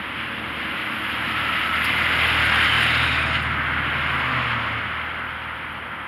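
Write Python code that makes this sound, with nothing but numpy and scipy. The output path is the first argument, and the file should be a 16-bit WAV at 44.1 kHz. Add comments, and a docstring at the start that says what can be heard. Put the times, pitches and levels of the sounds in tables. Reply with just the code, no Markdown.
"""A wet car park: traffic rumbles, an SUV's engine drones closer and a far saloon passes at 0.8 s.
The SUV's treads pump air and roar; its tyres tear the water into hiss, mist and spatter, and grit
ticks from 1.8 s. It rolls slowly past at 3.4 s, while another engine revs up to 3.7 s and eases off.
From 5 s brakes squeak faintly and a second far saloon draws near as the SUV fades."""
import sys
import numpy as np
from scipy import signal
from scipy.fft import rfft, irfft, next_fast_len
from scipy.io import wavfile
from scipy.ndimage import uniform_filter1d

SR = 44100
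rng = np.random.default_rng(int(sys.argv[2]) if len(sys.argv) > 2 else 0)


def output_pcm(signal):
    """Save a mono or channel-first signal as 16-bit PCM at the path in sys.argv[1].

    Samples are clipped to [-1, 1] before scaling.
    """
    pcm = np.clip(np.atleast_2d(signal).T, -1, 1) * 32767
    wavfile.write(sys.argv[1], SR, np.round(pcm).astype(np.int16))


N = 267741
TIME_S = np.arange(N) / SR


def undb(db):
    """Decibels to gain."""
    return 10 ** (np.asarray(db) / 20)


def unit(x):
    """Scale to rms 1."""
    return x / np.sqrt(np.mean(x ** 2))


def noise():
    """White noise."""
    return rng.standard_normal(N)


def walk(rate_hz):
    """Random steps, smoothed twice; rms 1."""
    hold = max(int(SR / rate_hz), 1)
    steps = noise()[np.arange(N) // hold]
    return unit(uniform_filter1d(uniform_filter1d(steps, hold), hold))


def bell(middle_s, width_s):
    """Gaussian hump of height 1."""
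    return np.exp(-2 * ((TIME_S - middle_s) / width_s) ** 2)


def swell(middle_s, width_s, db):
    """Gain hump peaking at db."""
    return undb(db) * bell(middle_s, width_s)


def plateau(start_s, end_s, rise_s, fall_s):
    """Trapezoid, 1 from start to end."""
    return np.clip(np.minimum(1 + (TIME_S - start_s) / rise_s, 1 - (TIME_S - end_s) / fall_s), 0, 1)


def tone(hz, wander, rate_hz):
    """Sine with wavering pitch; rms 1."""
    pitch_hz = hz * (1 + wander * walk(rate_hz))
    return np.sqrt(2) * np.sin(2 * np.pi * np.cumsum(pitch_hz) / SR)


def colour(x, spectrum):
    """Filter by (frequency [Hz], level [dB]) points, rolling off outside them; rms 1."""
    hz, db = np.transpose(spectrum)
    size = next_fast_len(N)
    bins_hz = np.maximum(np.fft.rfftfreq(size, 1 / SR), 1)
    gain = undb(np.interp(np.log(bins_hz), np.log(hz), db))
    skirts = np.minimum(bins_hz / hz[0], 1) ** 2 * np.minimum(hz[-1] / bins_hz, 1) ** 4
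    return unit(irfft(rfft(x, size) * gain * skirts, size)[:N])


def resonate(x, hz, width_hz):
    """Resonator, run twice for steep sides; rms 1."""
    peak = signal.iirpeak(hz, hz / width_hz, fs=SR)
    return unit(signal.lfilter(*peak, signal.lfilter(*peak, x)))


def band(x, hz, width_hz):
    """Band-pass with a steady or moving centre; rms 1."""
    bins_hz, frame_s, frames = signal.stft(x, SR, nperseg=512)
    centre_hz = np.interp(frame_s, TIME_S, np.full(N, hz))
    detune = (bins_hz[:, None] - centre_hz) / width_hz
    return unit(signal.istft(frames / (1 + 2 * detune ** 2), SR)[1][:N])


def drops(per_s, spread_db, smooth):
    """Droplet impacts, many small and a few large, over smooth noise; rms 1."""
    hits = rng.random(N) < per_s / SR
    sizes = undb(spread_db * np.minimum(rng.exponential(size=N), 5))
    impacts = unit(hits * sizes * np.sign(noise()))
    return unit(impacts + smooth * noise())


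# road spectrum: (frequency [Hz], level [dB])
TRAFFIC_SPECTRUM = [(20, -23), (50, 1.5), (130, 3), (250, -14), (400, -26), (800, -19), (1350, 8.5),
                    (2100, -15), (3200, 2), (5000, -63), (15000, -51)]
def traffic():
    """The main road beyond the car park, nearly steady."""
    return colour(noise(), TRAFFIC_SPECTRUM) * undb(-42 + 0.15 * walk(1.4))


# drivetrain tones: (middle [s], width [s], frequency [Hz], level [dB])
HUM_TONES = [(0.397, 0.23, 222.3, -43.5), (1.1, 2.2, 115.1, -46.5), (0.456, 0.83, 558, -50),
             (.45, 0.63, 474, -50), (0.91, 2.4, 312.5, -47), (1.8, .9, 220, -47), (3.277, 0.13, 656, -38.5),
             (4.7, 7.8, 526, -54)]
def hums():
    """Other engines and drivetrains swell out of the traffic and sink back."""
    return sum(swell(s, width_s, db) * tone(hz, wander=0.00647, rate_hz=24.7)
               for s, width_s, hz, db in HUM_TONES)


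# engine bay spectrum: (frequency [Hz], level [dB])
CLATTER_SPECTRUM = [(600, -3), (1500, 6), (2600, -16), (4000, -26.5), (8000, -40)]
def engine(firing_hz, orders, wander, flutter_db, clatter_db):
    """A muffled exhaust passes the low orders, half orders from unequal banks; each firing clatters."""
    firings = np.cumsum(firing_hz * (1 + wander * walk(12))) / SR
    exhaust = 0
    for order, db in orders:
        gain = undb(db + flutter_db * walk(11))
        exhaust += gain * np.sin(2 * np.pi * (order * firings + rng.random()))
    pulses = np.exp(-(firings % 1) / 0.42)
    clatter = colour(noise() * pulses, CLATTER_SPECTRUM)
    return np.sqrt(2) * exhaust + undb(clatter_db) * clatter


# exhaust orders: (multiple of firing rate [1], level [dB])
SUV_ORDERS = [(.5, -22), (1, -0.5), (1.5, -5.5), (2, -9), (3, -25)]
# engine course: (time [s], firing rate [Hz], gain [dB])
SUV_COURSE = [(0.25, 76.1, -51), (0.43, 76.1, -47), (0.57, 76.0, -46), (0.86, 77.25, -54),
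              (1.06, 77.2, -48), (1.81, 77.6, -39), (2.03, 78.9, -39.5), (2.37, 78.6, -32),
              (2.96, 79.1, -34), (3.2, 77.66, -31.5), (4.63, 77.4, -41), (4.84, 78.6, -41.5),
              (6.07, 78.6, -49.5)]
def suv_engine():
    """Near-steady revs, swelling and fading as the SUV goes by."""
    s, hz, db = np.transpose(SUV_COURSE)
    note = engine(np.interp(TIME_S, s, hz), SUV_ORDERS, wander=0.0042, flutter_db=1.06, clatter_db=-6)
    return note * undb(np.interp(TIME_S, s, db))


def saloon_roar():
    """From further off, mostly the middle of the tread roar carries."""
    return band(noise(), hz=1023, width_hz=280) * undb(-41.5 + 0.53 * walk(7.7))


ABREAST_S, SPEED_M_S, CLOSEST_M = 3.366, 8.4, 10.4
FALL_DB_PER_DOUBLING = 15  # steep: parked cars and snow banks screen the SUV
def suv_pass(ahead_db, side_db, behind_db):
    """Pass-by gain: tyres beam along the road, weakest side-on, and fade with range."""
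    along_m = SPEED_M_S * (TIME_S - ABREAST_S)
    range_m = np.hypot(along_m, CLOSEST_M)
    cosine = along_m / range_m
    lobe = np.where(cosine < 0, undb(ahead_db), undb(behind_db))
    beam = np.hypot(undb(side_db), cosine * lobe)
    return beam * undb(-FALL_DB_PER_DOUBLING * np.log2(range_m / CLOSEST_M))


# far cars: (nearest [s], width [s], tread [dB], hiss [dB], spray [dB], rumble [dB], carcass [dB])
SALOON_PASSES = [(.8, 2.7, -36, -36, -58, -40, -47), (5.703, 2.2, -38, -59, -61.5, -48.5, -52)]
def all_cars(part, ahead_db, side_db, behind_db):
    """Gain of one part of the rolling noise: SUV and saloons add in power."""
    column = ["tread", "hiss", "spray", "rumble", "carcass"].index(part)
    saloon_power = sum(swell(s, width_s, db[column]) ** 2 for s, width_s, *db in SALOON_PASSES)
    return np.sqrt(suv_pass(ahead_db, side_db, behind_db) ** 2 + saloon_power)


# body and carcass spectra: (frequency [Hz], level [dB])
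RUMBLE_SPECTRUM = [(20, -24), (40, -20), (70, -12), (110, -5), (180, -1.5), (230, 2.5), (310, -2.5),
                   (390, -10), (550, -34)]
CARCASS_SPECTRUM = [(250, -4), (400, -6), (500, -1.5), (670, -1), (820, -2.5), (1100, -15.5), (1600, -35)]
def road_noise():
    """Rough asphalt shakes the car bodies and tyre carcasses."""
    rumble = colour(noise(), RUMBLE_SPECTRUM) * undb(0.9 * walk(4.46))
    carcass = colour(noise(), CARCASS_SPECTRUM) * undb(0.92 * walk(9))
    return (rumble * all_cars("rumble", ahead_db=-32, side_db=-37.5, behind_db=-36)
            + carcass * all_cars("carcass", ahead_db=-27.5, side_db=-43, behind_db=-30))


# puddles: (deepest from [s], until [s], deepening [s], draining [s], depth [0-1])
MELTWATER = [(2.7, 3.34, 4.5, .22, 0.96), (4.1, 4.45, 0.25, 1, 0.56)]
def water_db(full_depth_db):
    """Level change with the depth of meltwater under the SUV."""
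    return full_depth_db * sum(depth * plateau(*timing_s) for *timing_s, depth in MELTWATER)


# sloshes: (middle [s], width [s], boost [dB])
SURGES = [(1.92, 0.11, 2), (2.288, 0.067, 3), (2.796, 0.09, 2), (3.355, 0.022, 7.5)]
def slosh_db():
    """Brief surges as a wheel runs through deeper water."""
    return sum(db * bell(s, width_s) for s, width_s, db in SURGES)


# wet tyre spectra: (frequency [Hz], level [dB])
TREAD_SPECTRUM = [(550, -22.5), (800, -12), (1000, -6), (1150, -3), (1330, 2), (1600, 1), (1850, -1.5),
                  (2100, 0), (2400, -7), (3000, -14.5), (4000, -39), (6000, -49)]
HISS_SPECTRUM = [(1500, -3.5), (2100, 1.5), (2450, -0.5), (2650, 0), (2950, 0), (3250, -4), (3600, -11),
                 (4000, -17), (4500, -22.5), (5200, -29.5), (7000, -41), (9000, -55)]
SPRAY_SPECTRUM = [(3000, -5), (5000, 1), (7000, -7), (9000, 4), (10800, 3.5), (12000, -1), (13500, -4),
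                  (15600, -13), (18000, -25)]
def tyres():
    """Tread blocks pump air in the horn between tyre and road; the water film hisses and sprays."""
    wet_patches = walk(30.26)
    tread = colour(noise(), TREAD_SPECTRUM) * undb(0.51 * walk(18))
    hiss = colour(drops(per_s=5000, spread_db=2.2, smooth=0.77), HISS_SPECTRUM)
    hiss *= undb(water_db(5) + slosh_db() + 1.02 * wet_patches)
    spray = colour(drops(per_s=2500, spread_db=2.2, smooth=1), SPRAY_SPECTRUM)
    spray *= undb(water_db(-1) + 0.5 * slosh_db() + 0.39 * wet_patches)
    return (tread * all_cars("tread", ahead_db=-14.5, side_db=-25.5, behind_db=-18.5)
            + hiss * all_cars("hiss", ahead_db=-18, side_db=-33.5, behind_db=-24)
            + spray * all_cars("spray", ahead_db=-37.5, side_db=-58.5, behind_db=-55))


# puffs: (middle [s], width [s], level [dB])
MIST_PUFFS = [(1.2, 0.79, -55), (1.88, 0.22, -51.5), (4.1, 0.44, -60.5)]
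def mist():
    """Wheels tear thin films of water into puffs of very high hiss."""
    hiss = band(drops(per_s=2500, spread_db=2.2, smooth=0.91), hz=11200, width_hz=2300)
    puffs = sum(swell(*puff) for puff in MIST_PUFFS)
    return hiss * puffs * undb(1.4 * walk(70))


# horn resonances: (middle [s], width [s], frequency [Hz], bandwidth [Hz], level [dB])
HORN_RINGS = [(1.545, 0.47, 1318, 80, -30), (1.99, 0.38, 2080, 170, -29), (2.447, 0.45, 1580, 280, -31),
              (2.715, 0.11, 3035, 169, -25.5), (2.98, 0.38, 3680, 419.7, -34),
              (3.118, .25, 2440, 260, -28.5), (4.36, 0.59, 1150, 428, -30), (4.45, 0.5, 2119, 1140, -36)]
def swishes():
    """The gap between tread and wet road rings at one resonance after another."""
    rings = sum(swell(s, width_s, db) * resonate(noise(), hz, width_hz)
                for s, width_s, hz, width_hz, db in HORN_RINGS)
    return rings * undb(0.5 * walk(40.2))


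# drop spectrum: (frequency [Hz], level [dB])
SPATTER_SPECTRUM = [(1500, -31), (2600, -4), (3700, 3), (4100, -4.5), (4500, -5), (5100, -4.5),
                    (5700, -12.5), (7200, -13), (9000, -22), (10500, -53), (15000, -46)]
def spatter():
    """Close by, single drops fly off the SUV's wheels in uneven bursts."""
    bursts = undb(water_db(15) + 1.2 * walk(70) + 0.5 * slosh_db())
    patter = colour(drops(per_s=1500, spread_db=2.5, smooth=0.56), SPATTER_SPECTRUM)
    return patter * bursts * suv_pass(ahead_db=-42.5, side_db=-54.5, behind_db=-57)


SIZZLE_AHEAD_HZ, SIZZLE_SIDE_HZ, GLIDE_AT_S, GLIDE_TAU_S = 11000, 8950, 2.4, 0.093
def sizzle():
    """The finest droplets sizzle in a high band that drops in pitch as the wheels near."""
    ahead = 1 / (1 + np.exp((TIME_S - GLIDE_AT_S) / GLIDE_TAU_S))
    hz = SIZZLE_SIDE_HZ + (SIZZLE_AHEAD_HZ - SIZZLE_SIDE_HZ) * ahead
    bursts = undb(water_db(14.5) + 2.8 * walk(87))
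    droplets = band(drops(per_s=2500, spread_db=3.9, smooth=1), hz, width_hz=2000)
    return droplets * bursts * suv_pass(ahead_db=-54.5, side_db=-66.5, behind_db=-71)


# grains: (time [s], level [dB], ring [Hz])
GRIT_SNAPS = [(1.844, -34, 10720), (1.849, -31, 4830), (2.275, -43, 11100), (2.807, -45, 13500),
              (2.948, -28, 3700), (3.344, -36, 3700), (3.424, -44, 9200), (5.727, -57, 10500)]
def grit(decay_s=0.011):
    """Each grain snaps out from under the tread with a short, broad ring."""
    out = np.zeros(N)
    decay = np.exp(-TIME_S[:SR // 10] / decay_s)
    for s, db, hz in GRIT_SNAPS:
        ring = resonate(rng.standard_normal(len(decay)), hz, width_hz=0.37 * hz)
        snap = undb(db) * ring * decay
        start = int(s * SR)
        out[start:start + len(snap)] += snap[:N - start]
    return out


REV_LOW_HZ, REV_TOP_HZ, BOOM_HZ, BOOM_WIDTH_HZ = 97.95, 140.2, 123.2, 16.3
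# exhaust orders: (multiple of firing rate [1], level [dB])
REVVING_ORDERS = [(1, 1.5), (2, -7.5), (4, -13.5), (5, -14)]
def revving_engine():
    """Revs rise and fall once, booming where the firing rate meets the exhaust's resonance."""
    firing_hz = REV_LOW_HZ + (REV_TOP_HZ - REV_LOW_HZ) * bell(middle_s=3.68, width_s=1.36)
    boom = 1 / np.hypot(1, 2 * (firing_hz - BOOM_HZ) / BOOM_WIDTH_HZ)
    gain = undb(-34) * plateau(start_s=4, end_s=4.75, rise_s=3.7, fall_s=0.25)
    return engine(firing_hz, REVVING_ORDERS, wander=0.00672, flutter_db=0.9, clatter_db=-11) * boom * gain


# squeaks: (middle [s], width [s], level [dB])
BRAKE_SQUEAKS = [(5.046, 0.049, -66), (5.263, 0.057, -67), (5.91, .06, -73)]
def brakes():
    """A pad grazes its disc and sings thinly."""
    return sum(swell(*squeak) for squeak in BRAKE_SQUEAKS) * tone(hz=12000, wander=0.004, rate_hz=300)


def scene():
    """Mono mix at the edge of the car park."""
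    wheels = tyres() + spatter() + mist() + swishes() + sizzle() + road_noise() + grit() + brakes()
    return (wheels + saloon_roar() + suv_engine() + revving_engine() + traffic() + hums())[None]


# microphone dips: (frequency [Hz], width [Hz])
MIC_NOTCHES = [(6010, 1550), (8010, 1700)]
CUTOFF_HZ = 15700
def record(dry):
    """The microphone has two treble dips and a steep top cut."""
    for hz, width_hz in MIC_NOTCHES:
        dry = signal.lfilter(*signal.iirnotch(hz, hz / width_hz, fs=SR), dry)
    return signal.sosfilt(signal.ellip(12, 0.1, 90, CUTOFF_HZ, fs=SR, output="sos"), dry)


dry = scene()
out = record(dry)
output_pcm(out)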